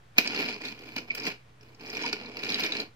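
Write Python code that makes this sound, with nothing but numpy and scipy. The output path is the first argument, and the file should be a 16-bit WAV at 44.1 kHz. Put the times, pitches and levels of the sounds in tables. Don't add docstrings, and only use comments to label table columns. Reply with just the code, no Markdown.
import sys
import numpy as np
from scipy import signal
from scipy.fft import rfft, irfft, next_fast_len
from scipy.io import wavfile
from scipy.ndimage import uniform_filter1d

SR = 44100
rng = np.random.default_rng(int(sys.argv[2]) if len(sys.argv) > 2 else 0)


def gain_from_decibels(decibels):
    exponent = np.asarray(decibels, float) / 20
    return 10 ** exponent


def dump(signal):
    limited = np.clip(np.atleast_2d(signal).T, -1, 1)
    pcm = np.round(limited * 32767).astype(np.int16)
    wavfile.write(sys.argv[1], SR, pcm)


N = 130095

# pitch_hz, level_db (per Hz)
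HISS = [(18, -48), (42, -38), (59, -22), (81, -11.5), (124, -7), (227, -19.5), (480, -18.5), (1910, -22.5),
        (14800, -46.5), (16000, -48.5)]
# pitch_hz, correlation (-1 to 1)
HISS_LIKENESS = [(60, 0.934), (240, 0.82), (950, -0.35), (3770, 0.51), (15000, -0.5)]
# pitch_hz, level_db, width_hz
HUM_TONES = [
    (57.56, -67.5, 5.7),
    (120.78, -58.5, 5.2),
]
LEFT_DELAY = [0.0002007, 0.00010856]
# pitch_hz, level_db
LEFT_OVER_RIGHT = [(100, -16.5), (250, -1), (600, -4), (2000, -0.46), (5000, -1), (12000, 2.5)]
# pitch_hz, width_hz, depth (0-1)
MIC_HOLLOW = (9664, 6160, 0.74)
# pitch_hz, width_hz, level_db
DESK_MODES = [(188.5, 71.3, -6), (257.1, 47.6, 3), (318.95, 31.5, 1), (420.7, 48.1, 1), (474.7, 66, -2),
              (605.8, 129.2, -6.5), (728.3, 147.4, -5.5), (986.7, 248, -10.5)]
# pitch_hz, width_hz, level_db
SHELL_MODES = [(1425.3, 68, 1), (1754, 135, -1.5), (2180.8, 193.7, 6), (2420.6, 184, 10.5),
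               (2778.7, 315, 5.5), (3397, 420, -2.5), (3724, 391, -1.5), (4450, 453, -2.5), (4982, 283, 2),
               (5135, 853, -6), (6784, 300, -15.5)]
# pitch_hz, width_hz, level_db
GRIT_BANDS = [(8770, 1100, -13.5), (11200, 670, -6), (13440, 6000, 4.5), (15470, 950, -2.5)]
# start_s, length_s, level_db, pitch_hz
SQUEAKS = [
    (2.028, 0.0566, -35.5, 971),
    (1.104, 0.01676, -37, 2300),
    (1.1, 0.01175, -22, 2360),
    (1.196, 0.005, -36, 2350),
]
# start_s, peak_db, thud_db, brightness_db, clatter_s
DESK_KNOCKS = [
    (0.182, -6.5, -11.5, -27.5, 0.00476),
    (0.9617, -29.5, -0.5, -22, 0.00585),
    (0.9814, -32, -7.5, -35.5, 0.0064),
    (1.1488, -30, -14, -13, 0.00454),
    (1.2694, -24, -3.5, -30.5, 0.01604),
    (2.1281, -17, -4.5, -36, 0.0049),
    (2.594, -26.5, -3, -20.5, 0.014),
    (2.6394, -26, -5, -21.5, 0.0146),
    (2.6664, -32, -25.5, -34.5, 0.005),
    (2.7965, -33.5, -4.5, -20, 0.0147),
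]
# start_s, peak_db, click_hz, ping_db, brightness_db
EARLY_AXLE_TICKS = [(0.1778, -42.5, 4730, 16.5, -23.5), (0.1822, -14.5, 4740, 1, -22.5),
                    (0.2458, -37, 4740, 8.5, -30), (0.2745, -17, 4600, -3, -29),
                    (0.321, -38.5, 4860, 0, -29), (0.3474, -29.5, 5030, 6.5, -24),
                    (0.3615, -27, 4460, -21.5, -28.5), (0.3883, -37, 4970, -10, -22.5),
                    (0.4061, -28, 4770, -17.5, -29), (0.4904, -34.5, 4520, -6.5, -30.5),
                    (0.4908, -32, 4720, 0.5, -33), (0.526, -38, 4900, 10, -25.5),
                    (0.5415, -33, 4675, -2, -23), (0.6178, -36, 4420, 7.5, -24.5),
                    (0.6372, -46, 4240, 0.5, -28), (0.6522, -28, 4090, -6, -26.5),
                    (0.6582, -33, 4510, -14.5, -28), (0.6856, -32, 3630, 2.5, -25.5),
                    (0.7906, -49.5, 4840, 14.5, -24), (0.8376, -44.5, 4200, 9.5, -20),
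                    (0.9626, -27.5, 4655, -13.5, -26), (0.982, -28.5, 5210, -7.5, -29),
                    (1.1062, -46, 4880, 8.5, -31), (1.149, -33.5, 4900, -11.5, 4),
                    (1.176, -33.5, 4730, 5.5, -20.5), (1.181, -30.5, 4990, 4.5, -21),
                    (1.2336, -32.5, 4530, -12, -28), (1.2384, -30, 5130, -23, -30),
                    (1.2519, -27.5, 4910, -21.5, -26), (1.2672, -25.5, 4300, 8, -21.5)]
# start_s, peak_db, click_hz, ping_db, brightness_db
LATE_AXLE_TICKS = [(1.6102, -49, 5180, 3.5, -26.5), (1.7968, -52.5, 5000, 11.5, -22.5),
                   (1.8102, -43.5, 4640, 3, -15.5), (1.8606, -53.5, 4580, -4.5, -23),
                   (1.861, -36.5, 4830, -2.5, -25.5), (1.9, -30.5, 4980, -4.5, -20.5),
                   (1.9474, -36, 4670, -11.5, -28), (1.9531, -31.5, 4200, -5, -28),
                   (1.9695, -30, 5324, 0, -32), (2.0233, -29.5, 5140, -10.5, -33),
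                   (2.0536, -30.5, 4610, -9.5, -33), (2.0609, -25.5, 4970, -0.5, -35),
                   (2.0951, -29.5, 4210, 2.5, -24), (2.0974, -38.5, 4800, -9.5, -36.5),
                   (2.128, -22.5, 4630, -7.5, -27.5), (2.2348, -40, 4540, -6.5, -28),
                   (2.2595, -35, 4320, -18.5, -32.5), (2.3166, -48.5, 4760, 9, -30),
                   (2.3689, -31.5, 4357, 8, -7), (2.391, -32.5, 4990, -1.5, -8.5),
                   (2.4346, -33.5, 3630, 10.5, -20), (2.446, -29, 4860, 0.5, -26),
                   (2.4913, -26, 4500, -18.5, -26), (2.4942, -24, 4000, -21.5, -30),
                   (2.5013, -27.5, 4850, 10.5, -29.5), (2.5434, -17, 4000, -10, -35.5),
                   (2.586, -39.5, 5050, -15, -22.5), (2.5943, -33.5, 4450, -14.5, -23),
                   (2.6035, -24, 4455, -3, -18.5), (2.6358, -20.5, 3720, -2, -25.5),
                   (2.6623, -26.5, 5350, -5, -26.5), (2.7217, -18.5, 3852, -4, -29),
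                   (2.7516, -33.5, 4000, 12, -17.5), (2.8009, -20, 4220, -31.5, -23.5)]
# start_s, peak_db, click_hz, ping_db, brightness_db
EXTRA_AXLE_TICKS = [(0.7192, -40.5, 4700, -1, -27), (1.199, -31, 5120, -2.5, -20.5),
                    (1.2806, -31, 4520, 9.5, -20.5), (1.6318, -55.5, 5000, 10, -14.5),
                    (1.67, -71.5, 3760, 4.5, -19), (1.7469, -48, 4910, -3.5, -24),
                    (1.8263, -56.5, 4920, 5.5, -12.5), (1.8761, -40.5, 5130, -6, -29),
                    (2.1325, -32.5, 5030, 6, -29), (2.5212, -18.5, 4080, -22.5, -31),
                    (2.768, -28.5, 4180, 8, -17.5)]
# time_s, drag_db, desk_weight_db, grit_db
PUSHES = [
    [(0.15, -66.5, 9, 3.5), (0.184, -34.5, 2, 11.5), (0.224, -38, -5, -7), (0.3, -38, 1.5, -1),
     (0.402, -33.5, -1.5, 12.5), (0.548, -43, -0.5, 1.5), (0.6, -57.5, -0.5, 12)],
    [(0.6, -49.5, 5, -3), (0.656, -38.5, -5.5, 11), (0.754, -55, 4.5, 14), (0.954, -51.5, 1.5, 16),
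     (0.966, -38, -3, 10), (1.07, -66.5, 11.5, 12.5)],
    [(1.07, -55, 5, 21), (1.112, -49.5, 0.5, -9.5), (1.124, -52, 3, 8.5), (1.28, -36, 0, 13),
     (1.438, -81, -2.5, -7), (1.5, -76.5, 11.5, -7.5)],
    [(1.55, -89.5, 13, -4.5), (1.63, -63, 8, 20), (1.782, -71.5, 10.5, 18.5), (1.808, -53.5, 6, 14),
     (1.93, -41, 1.5, 15), (2.068, -37, -3, -1.5), (2.118, -48, 4.5, 1), (2.14, -44.5, 1.5, 2),
     (2.3, -51.5, 7.5, 3.5)],
    [(2.3, -54.5, 7, -6.5), (2.444, -38.5, -0.5, 11.5), (2.672, -33.5, -3.5, 7), (2.68, -39.5, -2, -7),
     (2.812, -40.5, 3, 1), (2.95, -95.5, 13.5, -0.5)],
]

HISS_DB = -60
ROOM_T60_S, ROOM_DB, NEAR_T60_S, NEAR_DB = 0.202, -9, 0.0386, -4
GRIP_DETUNE, GRIP_DB, GRIP_SWAY_DB = 0.0219, 3, 4
KNOCK_DB, KNOCK_THUD_DB, KNOCK_GRIT_DB = 1.5, -3, 10
TICK_DECAY_S, TICK_DB, TICK_WIDTH_HZ, TICK_THUD_DB, TICK_GRIT_DB = 0.00247, 2.82, 1115, -18.5, -15.5
PING_HZ, PING_SPREAD, PING_WIDTH_HZ, PING_DB = 2489, 0.0245, 375, -4
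SLIPS_PER_S, SLIP_SPREAD_DB, JUDDER_DB, JUDDER_S = 1800, 4.5, 2, 0.00923
DRAG_DB, DESK_DB, SHELL_DB, GRIT_DB = -2.5, -2.5, 2, -30
BAND_EDGE_HZ, OFFSET = 15900, 0.0011


def evened(x):
    return x / np.sqrt(np.mean(x ** 2) + 1e-20)


def read(points, hz):
    f, value = np.transpose(points)
    return np.interp(np.log(hz + 1), np.log(f + 1), value)


def smooth_noise(span, shape=N):
    return uniform_filter1d(uniform_filter1d(rng.standard_normal(shape), span), span)


def random_signs(shape):
    return rng.choice([-1., 1.], shape)


def add(mix, start_s, sound):
    part = mix[..., round(start_s * SR):][..., :sound.shape[-1]]
    part += sound[..., :part.shape[-1]]


def ring(x, hz, width):
    return signal.lfilter(*signal.iirpeak(min(hz, SR * 0.45), hz / max(width, 1), SR), x)


def ring_twice(x, hz, width):
    return ring(ring(x, hz, width), hz, width)


def body(x, modes):
    click = np.eye(1, 4096)[0]
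    pulse = 0
    for k, (hz, width, db) in enumerate(modes):
        pulse = pulse + (-1) ** k * gain_from_decibels(db) * ring(click, hz, width)
    return signal.oaconvolve(x, pulse / np.linalg.norm(pulse))[:len(x)]


def hiss():
    frames, hz = N // 256 + 5, np.fft.rfftfreq(1024, 1 / SR)
    a, b, c, d = rng.standard_normal((frames, 513, 4)).T
    left, other = a + 1j * b, c + 1j * d
    same = np.clip(read(HISS_LIKENESS, hz), -1, 1)[:, None]
    right = same * left + np.sqrt(1 - same ** 2) * other
    spectrum = np.array([left, right]) * gain_from_decibels(read(HISS, hz))[:, None]
    noise = signal.istft(spectrum, nperseg=1024, noverlap=768)[1][:, :N]
    return gain_from_decibels(HISS_DB) * evened(noise)


def hum():
    t, out = np.arange(N) / SR, np.zeros(N)
    for hz, db, width in HUM_TONES:
        waver = evened(smooth_noise(2000))
        out += gain_from_decibels(db + waver) * np.sin(2 * np.pi * hz * t + 0.121 * width * waver)
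    return out


def tail(t60_s, start_s):
    t = np.arange(SR // 3) / SR
    shape = (2, len(t))
    taps = random_signs(shape) * (rng.random(shape) < 0.05) * gain_from_decibels(-60 * t / t60_s) * (t > start_s)
    return taps / np.linalg.norm(taps, axis=1, keepdims=True)


def ports(cars):
    size = next_fast_len(N + SR // 2)
    hz = np.fft.rfftfreq(size, 1 / SR)
    z = rfft(cars, size)
    right = z.sum(0)
    left = sum(z[k] * np.exp(-2j * np.pi * hz * LEFT_DELAY[k]) for k in range(2))
    tilt = gain_from_decibels(read(LEFT_OVER_RIGHT, hz) / 2)
    echo = gain_from_decibels(ROOM_DB) * rfft(tail(ROOM_T60_S, 0.0068), size) * right
    for car in z:
        echo = echo + gain_from_decibels(NEAR_DB) * rfft(tail(NEAR_T60_S, 0.0006), size) * car
    treble = hz / (hz + 900)
    return irfft(np.array([left * tilt, right / tilt]) + echo * treble, size)[:, :N]


def shell(drive):
    share = gain_from_decibels(GRIP_SWAY_DB * evened(uniform_filter1d(
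        uniform_filter1d(rng.standard_normal((4, N)), 1300), 1300)))
    hz, width, db = np.transpose(SHELL_MODES)
    out = 0
    for part in share / np.linalg.norm(share, axis=0):
        detune, lift = rng.standard_normal((len(SHELL_MODES), 2)).T
        modes = np.transpose([hz * (1 + GRIP_DETUNE * detune), width, db + GRIP_DB * lift])
        out = out + body(drive * part * random_signs(N), modes)
    return out


def squeaks(out):
    for start, length, db, hz in SQUEAKS:
        noise = rng.standard_normal(len(np.arange(0, length, 1 / SR)))
        tone = evened(ring_twice(noise, hz, 120))
        add(out[3, 0], start, gain_from_decibels(db) * np.hanning(len(noise)) * tone)


def knocks(out):
    t = np.arange(2600) / SR
    for k, (start, db, thud_db, bright_db, length) in enumerate(DESK_KNOCKS):
        bounces = 0.455 + 3.43 * (rng.random(len(t)) < 0.012)
        burst = bounces * rng.standard_normal(len(t)) * np.exp(-t / max(length, 0.001)) * gain_from_decibels(db + KNOCK_DB)
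        levels = gain_from_decibels([[thud_db + KNOCK_THUD_DB], [0], [bright_db + KNOCK_GRIT_DB]])
        add(out[:3, k % 2], start, burst * levels)


def axle_ticks(out):
    t = np.arange(2600) / SR
    ticks = EARLY_AXLE_TICKS + LATE_AXLE_TICKS + EXTRA_AXLE_TICKS
    for k, (start, db, hz, ping_db, bright_db) in enumerate(ticks):
        burst = rng.standard_normal(len(t)) * np.exp(-t / TICK_DECAY_S)
        click = ring_twice(burst, hz, TICK_WIDTH_HZ)
        ping_hz = PING_HZ * (1 + PING_SPREAD * rng.uniform(-0.964, 1))
        ping = ring(burst, ping_hz, PING_WIDTH_HZ)
        lone = click / abs(click).max() + gain_from_decibels(ping_db + PING_DB) * ping / abs(ping).max()
        thud = burst * gain_from_decibels(ping_db + TICK_THUD_DB)
        grit = burst * gain_from_decibels(bright_db + TICK_GRIT_DB)
        add(out[:, k % 2], start, gain_from_decibels(db + TICK_DB) * np.array([thud, 0 * t, grit, lone]))


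def slips():
    size = gain_from_decibels(SLIP_SPREAD_DB * np.minimum(rng.exponential(1, N), 4)) * random_signs(N)
    judder = evened(smooth_noise(max(int(JUDDER_S * SR), 2)))
    happens = rng.random(N) < SLIPS_PER_S / SR
    return evened(size * happens * gain_from_decibels(JUDDER_DB * judder))


def tyre_slides(out):
    t = np.arange(N) / SR
    s, drag, weight, grit = np.transpose(np.concatenate(PUSHES))
    drag_db = np.interp(t, s, drag, -90, -90) + DRAG_DB
    desk_db = DESK_DB + np.interp(t, s, weight)
    grit_db = GRIT_DB + np.interp(t, s, grit)
    for car in range(2):
        out[:3, car] += slips() * gain_from_decibels(drag_db) * gain_from_decibels([desk_db, SHELL_DB + 0 * t, grit_db])


def scene():
    forces = np.zeros((4, 2, N))
    for source in (squeaks, knocks, axle_ticks, tyre_slides):
        source(forces)
    cars = []
    for desk, drive, grit, lone in forces.swapaxes(0, 1):
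        cars.append(body(desk, DESK_MODES) + shell(drive) + body(grit, GRIT_BANDS) + lone)
    near = ports(np.array(cars))
    hollow_hz, hollow_width, depth = MIC_HOLLOW
    return near - depth * ring(near, hollow_hz, hollow_width) + hiss() + hum()


def band_limit(x):
    return signal.sosfilt(signal.butter(12, 16640, fs=SR, output="sos"), x)


def record(dry):
    low_pass = signal.firwin(255, BAND_EDGE_HZ, fs=SR)[None]
    narrow = signal.oaconvolve(dry, low_pass, "same")
    return band_limit(narrow + OFFSET)


dry = scene()
out = record(dry)
dump(out)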